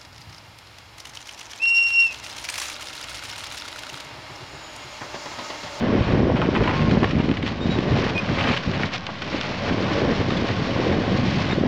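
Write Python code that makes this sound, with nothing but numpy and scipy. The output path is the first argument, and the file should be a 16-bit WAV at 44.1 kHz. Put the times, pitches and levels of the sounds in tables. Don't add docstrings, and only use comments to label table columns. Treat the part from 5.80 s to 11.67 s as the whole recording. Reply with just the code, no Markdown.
import sys
import numpy as np
from scipy import signal
from scipy.fft import rfft, irfft, next_fast_len
from scipy.io import wavfile

SR = 44100
rng = np.random.default_rng(int(sys.argv[2]) if len(sys.argv) > 2 else 0)


def transcribe(signal):
    frames = np.atleast_2d(signal).T
    limited = np.clip(frames, -1, 1)
    pcm = np.round(limited * 32767).astype(np.int16)
    wavfile.write(sys.argv[1], SR, pcm)


N = 258867


def from_db(db):
    return 10 ** (np.asarray(db) / 20)


def rms_one(x):
    return x / np.sqrt(np.mean(x ** 2) + 1e-20)


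def in_time(rows):
    times, *columns = np.transpose(rows)
    return [np.interp(np.arange(N) / SR, times, column) for column in columns]


def filtered(x, response):
    hz, db = np.transpose(response)
    size = next_fast_len(N + 4096)
    bins_hz = np.maximum(np.arange(size // 2 + 1) * SR / size, 1)
    gain = from_db(np.interp(np.log(bins_hz), np.log(hz), db))
    return irfft(rfft(x, size) * gain, size)[..., :N]


def coloured(x, spectrum):
    return rms_one(filtered(x, spectrum))


def lowpass(x, hz, order):
    return signal.sosfilt(signal.butter(order, hz, fs=SR, output="sos"), x)


def drift(rate_hz):
    step = 40
    r = np.exp(-2 * step * np.pi * rate_hz / SR)
    noise = rng.standard_normal(N // step + 2002)
    slow = signal.lfilter([1], [1, -2 * r, r * r], noise)[2000:]
    return np.interp(np.arange(N) / step, np.arange(len(slow)), rms_one(slow))


def grains(per_s, spread_db):
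    sizes = from_db(spread_db * np.minimum(rng.exponential(1, N), 4))
    return sizes * (rng.random(N) < per_s / SR)


def resonance(x, hz, width_hz):
    r = np.exp(-np.pi * width_hz / SR)
    top = np.array([1, 0, -1]) * (1 - r * r) / 2
    return signal.lfilter(top, [1, -2 * r * np.cos(2 * np.pi * hz / SR), r * r], x)


def wind():
    # (time [s], level [dB], small eddies against large [dB])
    gusts = [(0.0, -37, -5), (0.01, -23, 3), (0.21, -16.5, -2.5), (0.24, -28.5, -4), (0.33, -13, -2),
             (0.55, -18.5, -3.5), (0.57, -23, -2), (0.62, -22.5, 0.5), (0.69, -22, -1), (0.72, -24, 2),
             (0.82, -15, -3), (0.87, -18.5, -11), (1.14, -20, -1), (1.18, -9.5, -6), (1.19, -20.5, -14),
             (1.24, -15, 11.5), (1.26, -19, -7), (1.37, -19, -9), (1.45, -21.5, -8), (1.5, -18, -4.5),
             (1.57, -28, -23), (1.65, -15, -10), (1.68, -26, -15), (1.81, -27, -15), (1.86, -21.5, -6),
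             (1.96, -23.5, -2), (2.09, -25, 4.5), (2.12, -14.5, -1.5), (2.2, -20, -1), (2.29, -22.5, 0.5),
             (2.4, -32.5, 7.5), (2.53, -22.5, -5), (2.66, -24.5, -2), (2.71, -19.5, 0.5), (2.76, -35.5, 2),
             (2.83, -40, 4), (2.88, -22.5, -6), (2.94, -28.5, -3), (3.06, -27.5, -3), (3.07, -32, -6),
             (3.32, -44.5, -1), (3.56, -28.5, 6.5), (3.6, -30.5, -2), (3.84, -30.5, 4), (3.92, -17.5, -1),
             (3.96, -29, 7.5), (4.32, -19, 4), (4.36, -24.5, -3), (4.4, -20.5, 1), (4.63, -20.5, -7.5),
             (4.67, -36, 9), (4.71, -21, 2), (4.76, -37, 6), (4.79, -21.5, -7), (4.97, -26.5, 9),
             (5.0, -24, 1), (5.02, -25, 5), (5.2, -20.5, 1.5), (5.21, -21.5, 2), (5.28, -19, -1),
             (5.71, -23, -12), (5.82, -23.5, 1.5), (5.87, -22, 4)]
    # (time [s], peak [dB], half-width, at least 0.3 is used [ms])
    buffets = [(0.02, -17, 1.5), (0.0954, -11.5, 1.05), (0.1077, -13, 0.9), (0.1374, -6.5, 0.68),
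               (0.153, -5, 0.77), (0.213, -7.5, 2.3), (0.275, -14, 3.4), (.3304, -15, 0.99),
               (0.338, -1.5, 1.06), (0.3573, -11.5, 0.74), (0.3742, -12, 0.5), (0.3938, -9, 0.78),
               (0.4334, -8, .7), (0.4556, -8, 0.94), (0.471, -6, 0.63), (0.5017, -6.5, 0.42),
               (0.5206, -10, 0.43), (0.55, -8, 1.4), (0.6561, -8, .9), (0.689, -2.5, 0.76),
               (0.7727, -11, 1.2), (.8075, -11.5, 2.7), (0.829, -18, 1.3), (1.0093, -11, 1.14),
               (1.022, -7, 1.7), (1.049, -7, 1.75), (1.0865, -5.5, 1.34), (1.1226, -4, 1.2),
               (1.1275, -7, 0.73), (1.1379, -6, 1.14), (1.1498, -8, 0.81), (1.1732, -9, 1),
               (1.234, -12, 0.29), (1.335, -8, 1), (1.355, -9.5, 1.15), (1.3682, -12, 1.5),
               (1.381, -8, 1.5), (1.402, -5.5, 1.04), (1.4452, -7.5, 1.2), (1.486, -8, 0.81),
               (1.4986, -4, 1.05), (1.5165, -4.5, 0.99), (1.8588, -7.5, 1.2), (1.894, -7, 1.08),
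               (1.9907, -4, 0.95), (2.1266, -12, 2.1), (2.1444, -8, 1.6), (2.168, -10, 0.41),
               (2.25, -17, 1.4), (2.266, -13.5, 0.45), (2.5017, -9.5, 1.35), (2.53, -15.5, 1.5),
               (2.704, -17, 1.3), (2.717, -11, 1), (2.864, -17, 1.2), (2.879, -7.5, 1.5), (2.882, -13, 1.8),
               (2.913, -16, 1.7), (2.973, -17, 1.2), (3.008, -14, 0.95), (3.044, -19, 1), (3.054, -22, 0.7),
               (3.911, -13, 0.69), (3.923, -11, 0.94), (3.934, -22, 1.8), (4.0069, -11.5, 0.66),
               (4.186, -10, 0.71), (4.2222, -18, 0.54), (4.24, -16, 0.71), (4.4714, -21, 1.6),
               (4.6244, -11, 0.74), (4.646, -12, 0.78), (4.706, -12.5, 1.2), (4.8232, -13, 1.5),
               (4.992, -15, 0.76), (5.0003, -7.5, 0.58), (5.0702, -8.5, 0.62), (5.187, -8, 0.84),
               (5.3204, -8, 0.74), (5.3616, -14, 0.91), (5.4418, -11, 1.2), (5.5829, -13.5, 1.55),
               (5.7331, -7.5, 0.85), (5.78, -9, 1), (5.7857, -5.5, 0.66), (5.8145, -5.5, 1.03),
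               (5.8379, -4, 0.55)]
    # (frequency [Hz], relative level per Hz [dB])
    wind_colour = [(12, -40.5), (20, -35), (87, 2), (240, 1.5), (584, -8), (700, -13), (1110, -21.5),
                   (1340, -26.5), (1850, -21), (2500, -33.5), (3250, -57), (5500, -120)]

    level_db, small_db = in_time(gusts)
    clumped_rate = 300 * from_db(2.6 * drift(14))
    eddies = grains(clumped_rate, spread_db=0.5)
    eddies = eddies * np.where(rng.random(N) < 0.8, 1, -1)
    turbulence = 0.5 * rng.standard_normal(N)
    flow = coloured(rms_one(eddies - eddies.mean()) + turbulence, wind_colour)
    rumble_band = signal.butter(2, [45, 110], "band", fs=SR, output="sos")
    rumble = signal.sosfilt(rumble_band, rng.standard_normal(N))
    dull = lowpass(flow, 330, order=1)
    crisp = flow - dull
    air = dull + from_db(small_db) * crisp + 0.26 * rms_one(rumble)
    out = from_db(level_db + 0.95 * drift(35)) * air

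    reach = 400
    t = np.arange(-reach, reach) / SR
    for s, peak_db, width_ms in buffets:
        u = t / (max(width_ms, 0.3) / 1000)
        push = from_db(peak_db) * (1 - u * u) * np.exp(-u * u / 2)
        at = round(s * SR)
        out[at - reach:at + reach] += push
    return out


def engine():
    # (time [s], level [dB])
    loudness = [(0.0, -26.5), (1.04, -31.5), (1.65, -37), (2.09, -29), (2.62, -31), (3.16, -32.5),
                (3.38, -36), (4.07, -26.5), (4.46, -29), (5.02, -28.5), (5.54, -29.5), (5.87, -28)]
    # (frequency [Hz], relative level per Hz [dB])
    engine_colour = [(18, -52.5), (30, -27), (102, 14), (545, -12), (708, 0), (900, -7.5), (1070, -1),
                     (1280, -20.5), (1890, -10), (2020, -8.5), (2740, -21), (2990, -10), (5500, -13.5),
                     (7150, -53), (12100, -120)]
    # (frequency [Hz], width [Hz], level [dB])
    casing = [(189.3, 30, -4.5), (560.4, 46, -7), (1114, 120, -12.5), (1450, 180, -15.5), (2520, 700, -19)]
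    firing_hz, jitter = 97.25, 0.04
    knock_level = 0.22

    firings = np.cumsum(firing_hz * (1 + 0.004 * drift(1.4))) / SR + jitter * drift(43)
    strength = from_db(2.0 * rng.standard_normal(N))
    firing_knocks = np.diff(np.floor(firings), prepend=0) * strength
    puff = 1 + 0.041 * np.cos(2 * np.pi * firings)
    drive = knock_level * rms_one(firing_knocks) + puff * rng.standard_normal(N)
    body = coloured(drive, engine_colour)
    for hz, width_hz, db in casing:
        body = body + from_db(db) * rms_one(resonance(drive, hz, width_hz))
    return from_db(in_time(loudness)[0] + drift(5.3)) * rms_one(body)


def rubble():
    # (time [s], level [dB])
    trickle = [(0, -41), (.3, -30), (.52, -49), (.62, -36), (1.0, -30), (1.4, -35), (1.78, -40.5),
               (1.9, -34.5), (2.45, -40.5), (2.78, -35), (2.8, -41), (2.85, -37.5), (3.0, -32.5),
               (3.16, -45), (3.19, -45), (3.4, -40.5), (3.44, -38), (3.6, -30.5), (3.63, -37),
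               (3.67, -34.5), (3.8, -36.5), (4.15, -34), (4.45, -35), (4.75, -35.5), (5.1, -36),
               (5.21, -39.5), (5.35, -33), (5.7, -33.5), (5.87, -47)]
    # (start [s], length [s], level [dB], splinters against beams [dB])
    slides = [(0.548, 0.032, -28, -18), (0.83, 0.064, -26, -25), (1.31, 0.12, -38, -7),
              (1.611, 0.078, -38, 4.5), (1.837, 0.032, -37, -8), (2.04, 0.26, -31, -0.5),
              (2.435, 0.19, -29.5, -4), (2.536, 0.206, -26.5, -8), (2.882, 0.19, -34, -9),
              (3.11, 0.048, -28.5, -0.5), (3.824, 0.075, -28.5, -6), (5.661, 0.073, -29.5, -24)]
    # (frequency [Hz], relative level per Hz [dB])
    splinter_colour = [(1200, -17), (2200, -7.5), (3200, -8.5), (4300, -5), (5500, -10), (6500, -35)]
    beam_colour = [(250, -36), (500, -1.5), (900, -1.5), (1400, -5), (2500, -7.5), (3600, -18),
                   (5200, -31.5), (6000, -61.5)]
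    swell_share, stop_s = 0.64, 0.017

    t = np.arange(N) / SR
    beam_power = from_db(2 * in_time(trickle)[0])
    finer_db = -8 + 3.0 * np.minimum(t, 2.95)
    splinter_power = beam_power * from_db(2 * finer_db)
    for s, length, level_db, splinter_db in slides:
        corners = [s, s + swell_share * length, s + length, s + length + stop_s]
        swell = np.interp(t, corners, [0, 1, 1, 0])
        power = from_db(2 * level_db) * swell ** 2
        beam_power = beam_power + power
        splinter_power = splinter_power + power * from_db(2 * splinter_db)

    signs = rng.choice([-1, 1], (2, N))
    fine_clicks = grains(5000 * from_db(2.8 * drift(28)), spread_db=2.0)
    fine = coloured(signs[0] * fine_clicks, splinter_colour)
    heavy_clicks = grains(2200 * from_db(2.1 * drift(22)), spread_db=3.0)
    heavy = coloured(signs[1] * heavy_clicks, beam_colour)
    pieces = np.sqrt(beam_power) * heavy + np.sqrt(splinter_power) * fine
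    return from_db(0.97 * drift(22)) * pieces


def squeaks():
    # (start [s], length [s], first pitch [Hz], last pitch [Hz], top level [dB],
    # share spent swelling, level change after the top [dB], octave against the sine [dB])
    joints = [(.935, .175, 1073, 1073, -29, .1, -1, -25), (1.797, .09, 3625, 3815, -32, .33, -11, -30),
              (1.893, .074, 3820, 3830, -28.5, .3, -7, -30),
              (2.345, .06, 2480, 2492, -20.5, .55, -2.5, -12.5),
              (4.566, .014, 3440, 3440, -28, .2, -2, -30), (5.702, .032, 3705, 3722, -26, .7, -1, -30)]

    out = np.zeros(N)
    waver = from_db(0.6 * drift(40))
    wobble = 1 + 0.004 * drift(25)
    for s, length, first_hz, last_hz, level_db, top, change_db, octave_db in joints:
        part = np.linspace(0, 1, round(length * SR))
        at = round(s * SR)
        here = slice(at, at + len(part))
        pitch_hz = (first_hz + (last_hz - first_hz) * part) * wobble[here]
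        phase = 2 * np.pi * np.cumsum(pitch_hz) / SR
        swell = np.interp(part, [0, top, 0.85, 1], [0, 1, from_db(change_db), 0])
        octave_in = np.clip(20 * part - 12.2, 0, 1)
        octave = from_db(octave_db) * octave_in * np.sin(2 * phase)
        octave = octave * (last_hz < 2700)
        out[here] += from_db(level_db) * swell * (np.sin(phase) + octave)
    return out * waver


def knocks():
    # (time [s], level [dB])
    timbers = [(0.6171, -19), (0.7508, -30), (0.763, -17.5), (.806, -29), (.8775, -22), (0.893, -22),
               (.91, -22), (1.245, -28), (4.691, -25)]
    # (frequency [Hz], level [dB], time to fall by 60 dB [s])
    bucket = [(700, -4, .04), (865, -3, .05), (1010, 1, .06), (1240, -7, .04), (1900, -6, .04),
              (2450, -5, .04), (3050, -10, .03)]

    out = np.zeros(N)
    s, db = np.transpose(timbers)
    luck = rng.standard_normal((len(s), len(bucket)))
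    for (hz, mode_db, t60), own in zip(bucket, luck.T):
        blows = np.full(N, 1e-18)
        blows[np.round(s * SR).astype(int)] = from_db(db + mode_db + 2.5 * own)
        width_hz = 2.2 / t60
        out += resonance(blows, hz, width_hz) * SR / (2 * np.pi * width_hz)
    return lowpass(out, 3200, order=2)


def snaps():
    # (time [s], peak [dB], pitch [Hz])
    breaks = [(.561, -18, 1600), (.8072, -18, 1300), (1.6892, -18, 3000), (2.1882, -16, 2000),
              (2.2426, -17, 1500), (2.2672, -16, 1500), (2.588, -15, 2500), (2.7503, -16, 3500),
              (2.9156, -18, 3000), (3.0343, -13, 1600), (3.0583, -15, 3200), (3.1629, -17, 2000),
              (5.5451, -18, 2000), (.6168, -12, 1100), (.7511, -12, 1400), (.8768, -12, 1400),
              (1.2466, -12, 2200), (2.3799, -11, 2300), (2.6105, -12, 2400), (2.7768, -13, 3800),
              (3.267, -12, 3200), (3.612, -7.5, 2900)]
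    damping = 0.99

    out = np.zeros(N)
    click = np.eye(1, 200)[0]
    for s, peak_db, hz in breaks:
        cycle = resonance(resonance(click, hz, damping * hz), hz, damping * hz)
        at = round(s * SR)
        out[at:at + len(cycle)] += from_db(peak_db) * cycle / np.abs(cycle).max()
    return out


def cracks():
    # (time [s], level [dB], pitch centre [Hz], tearing time [ms])
    tears = [(0.567, -25, 3070, 5.1), (0.6153, -20.5, 880, 51), (0.7514, -18, 1700, 22),
             (0.836, -19.5, 2300, 9), (0.8776, -23, 1500, 28), (1.017, -21, 1580, 13),
             (1.111, -17.5, 2200, 4.9), (1.231, -18, 2230, 6), (1.243, -10.5, 1810, 5.1),
             (1.255, -25, 2250, 3.4), (1.308, -17, 2430, 6.9), (1.403, -24, 1510, 11),
             (1.489, -18, 2080, 5.2), (1.513, -13.5, 2780, 3.1), (1.539, -21, 2080, 3.7),
             (1.57, -18, 2110, 8), (1.626, -20, 2040, 8.9), (1.664, -17, 2320, 5.1),
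             (1.677, -12.5, 2520, 2.9), (1.986, -17.5, 2390, 6.1), (2.184, -20.5, 1870, 5.5),
             (2.297, -12, 2020, 3.1), (2.461, -16.5, 1980, 1.8), (2.488, -18, 1370, 6.5),
             (2.582, -18.5, 1920, 32), (2.609, -16.5, 2390, 6.2), (2.638, -14, 2050, 7.5),
             (2.668, -20.5, 2140, 56), (2.69, -20, 1840, 7.1), (2.713, -17, 1960, 5), (2.73, -17, 2210, 16),
             (2.765, -15, 2700, 16), (2.834, -23.5, 3300, 7.1), (2.936, -18, 1910, 6.2),
             (3.005, -31, 1816, 3.1), (3.032, -16, 1600, 11), (3.058, -22, 3550, 5.2),
             (3.14, -32, 1980, 44), (3.178, -20, 3560, 5.5), (3.208, -28, 3600, 2.2), (3.249, -35, 3600, 2),
             (3.2676, -18.5, 2600, 4.6), (3.289, -24.5, 790, 17), (3.419, -20, 2380, 11.5),
             (3.6124, -16.5, 2530, 3.3), (4.505, -15, 2830, 5.2), (4.57, -22, 2750, 5),
             (4.615, -31, 2000, 3.7), (4.688, -25, 1310, 9.7), (5.122, -25.5, 1900, 11)]
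    # (multiple of the pitch centre, relative level [dB], time to fall by 60 dB [s])
    board = [(.45, -3, .03), (.62, -2, .025), (.8, -1, .022), (1.1, -3, .02), (1.4, -2, .018),
             (1.8, -4, .015)]

    t = np.arange(6000) / SR
    out = np.zeros(N + len(t))
    luck = rng.standard_normal((len(tears), len(board)))
    fibres = rng.standard_normal((len(tears), len(t)))
    fibres = fibres * np.abs(fibres)
    fibres[:, 16] = 7.3
    for (s, level_db, hz, tear_ms), own, fibre in zip(tears, luck, fibres):
        done = 1000 * t / tear_ms
        onset = np.minimum(t / 0.00046, 1)
        fade = from_db(-4.0 * done) / (1 + done ** 6)
        burst = rms_one(fibre) * onset * fade
        sound = 0.4 * resonance(burst, hz, 1.2 * hz) * np.sqrt(SR / (2 * hz))
        for (ratio, mode_db, t60), chance in zip(board, own):
            width_hz = 2.2 / t60
            ring = resonance(burst, min(hz * ratio, 5300), width_hz) * np.sqrt(SR / (2 * width_hz))
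            sound += from_db(mode_db - 21 + 2 * chance) * ring
        sound = lowpass(sound, 1.56 * hz, order=2)
        at = round(s * SR)
        out[at:at + len(t)] += from_db(level_db) * sound
    return out[:N]


def yard(x):
    # (delay [s], level [dB])
    echoes = [(0.03, -17.5), (0.056, -15.5), (.094, -29)]

    dull = lowpass(x, 2500, order=1)
    return x + sum(from_db(db) * np.pad(dull, (round(s * SR), 0))[:N] for s, db in echoes)


def scene():
    struck = yard(cracks() + snaps() + knocks())
    return (struck + squeaks() + rubble() + engine() + wind())[None]


def record(dry):
    # (frequency [Hz], gain [dB])
    smoothing = [(20, -3.5), (3000, 0), (4000, -4.5), (5500, -8.5), (7000, -25), (8500, -40), (9500, -54.5),
                 (10500, -76.5), (12000, -110)]
    step = 4
    stop_hz = 10964.1
    offset = -0.0056

    rounded = 0.53 * np.tanh(dry / 0.5)
    taken = step * rounded * (np.arange(N) % step == 0)
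    steep = signal.cheby2(8, 40, stop_hz, fs=SR, output="sos")
    return signal.sosfilt(steep, filtered(taken, smoothing)) + offset


dry = scene()
out = record(dry)
transcribe(out)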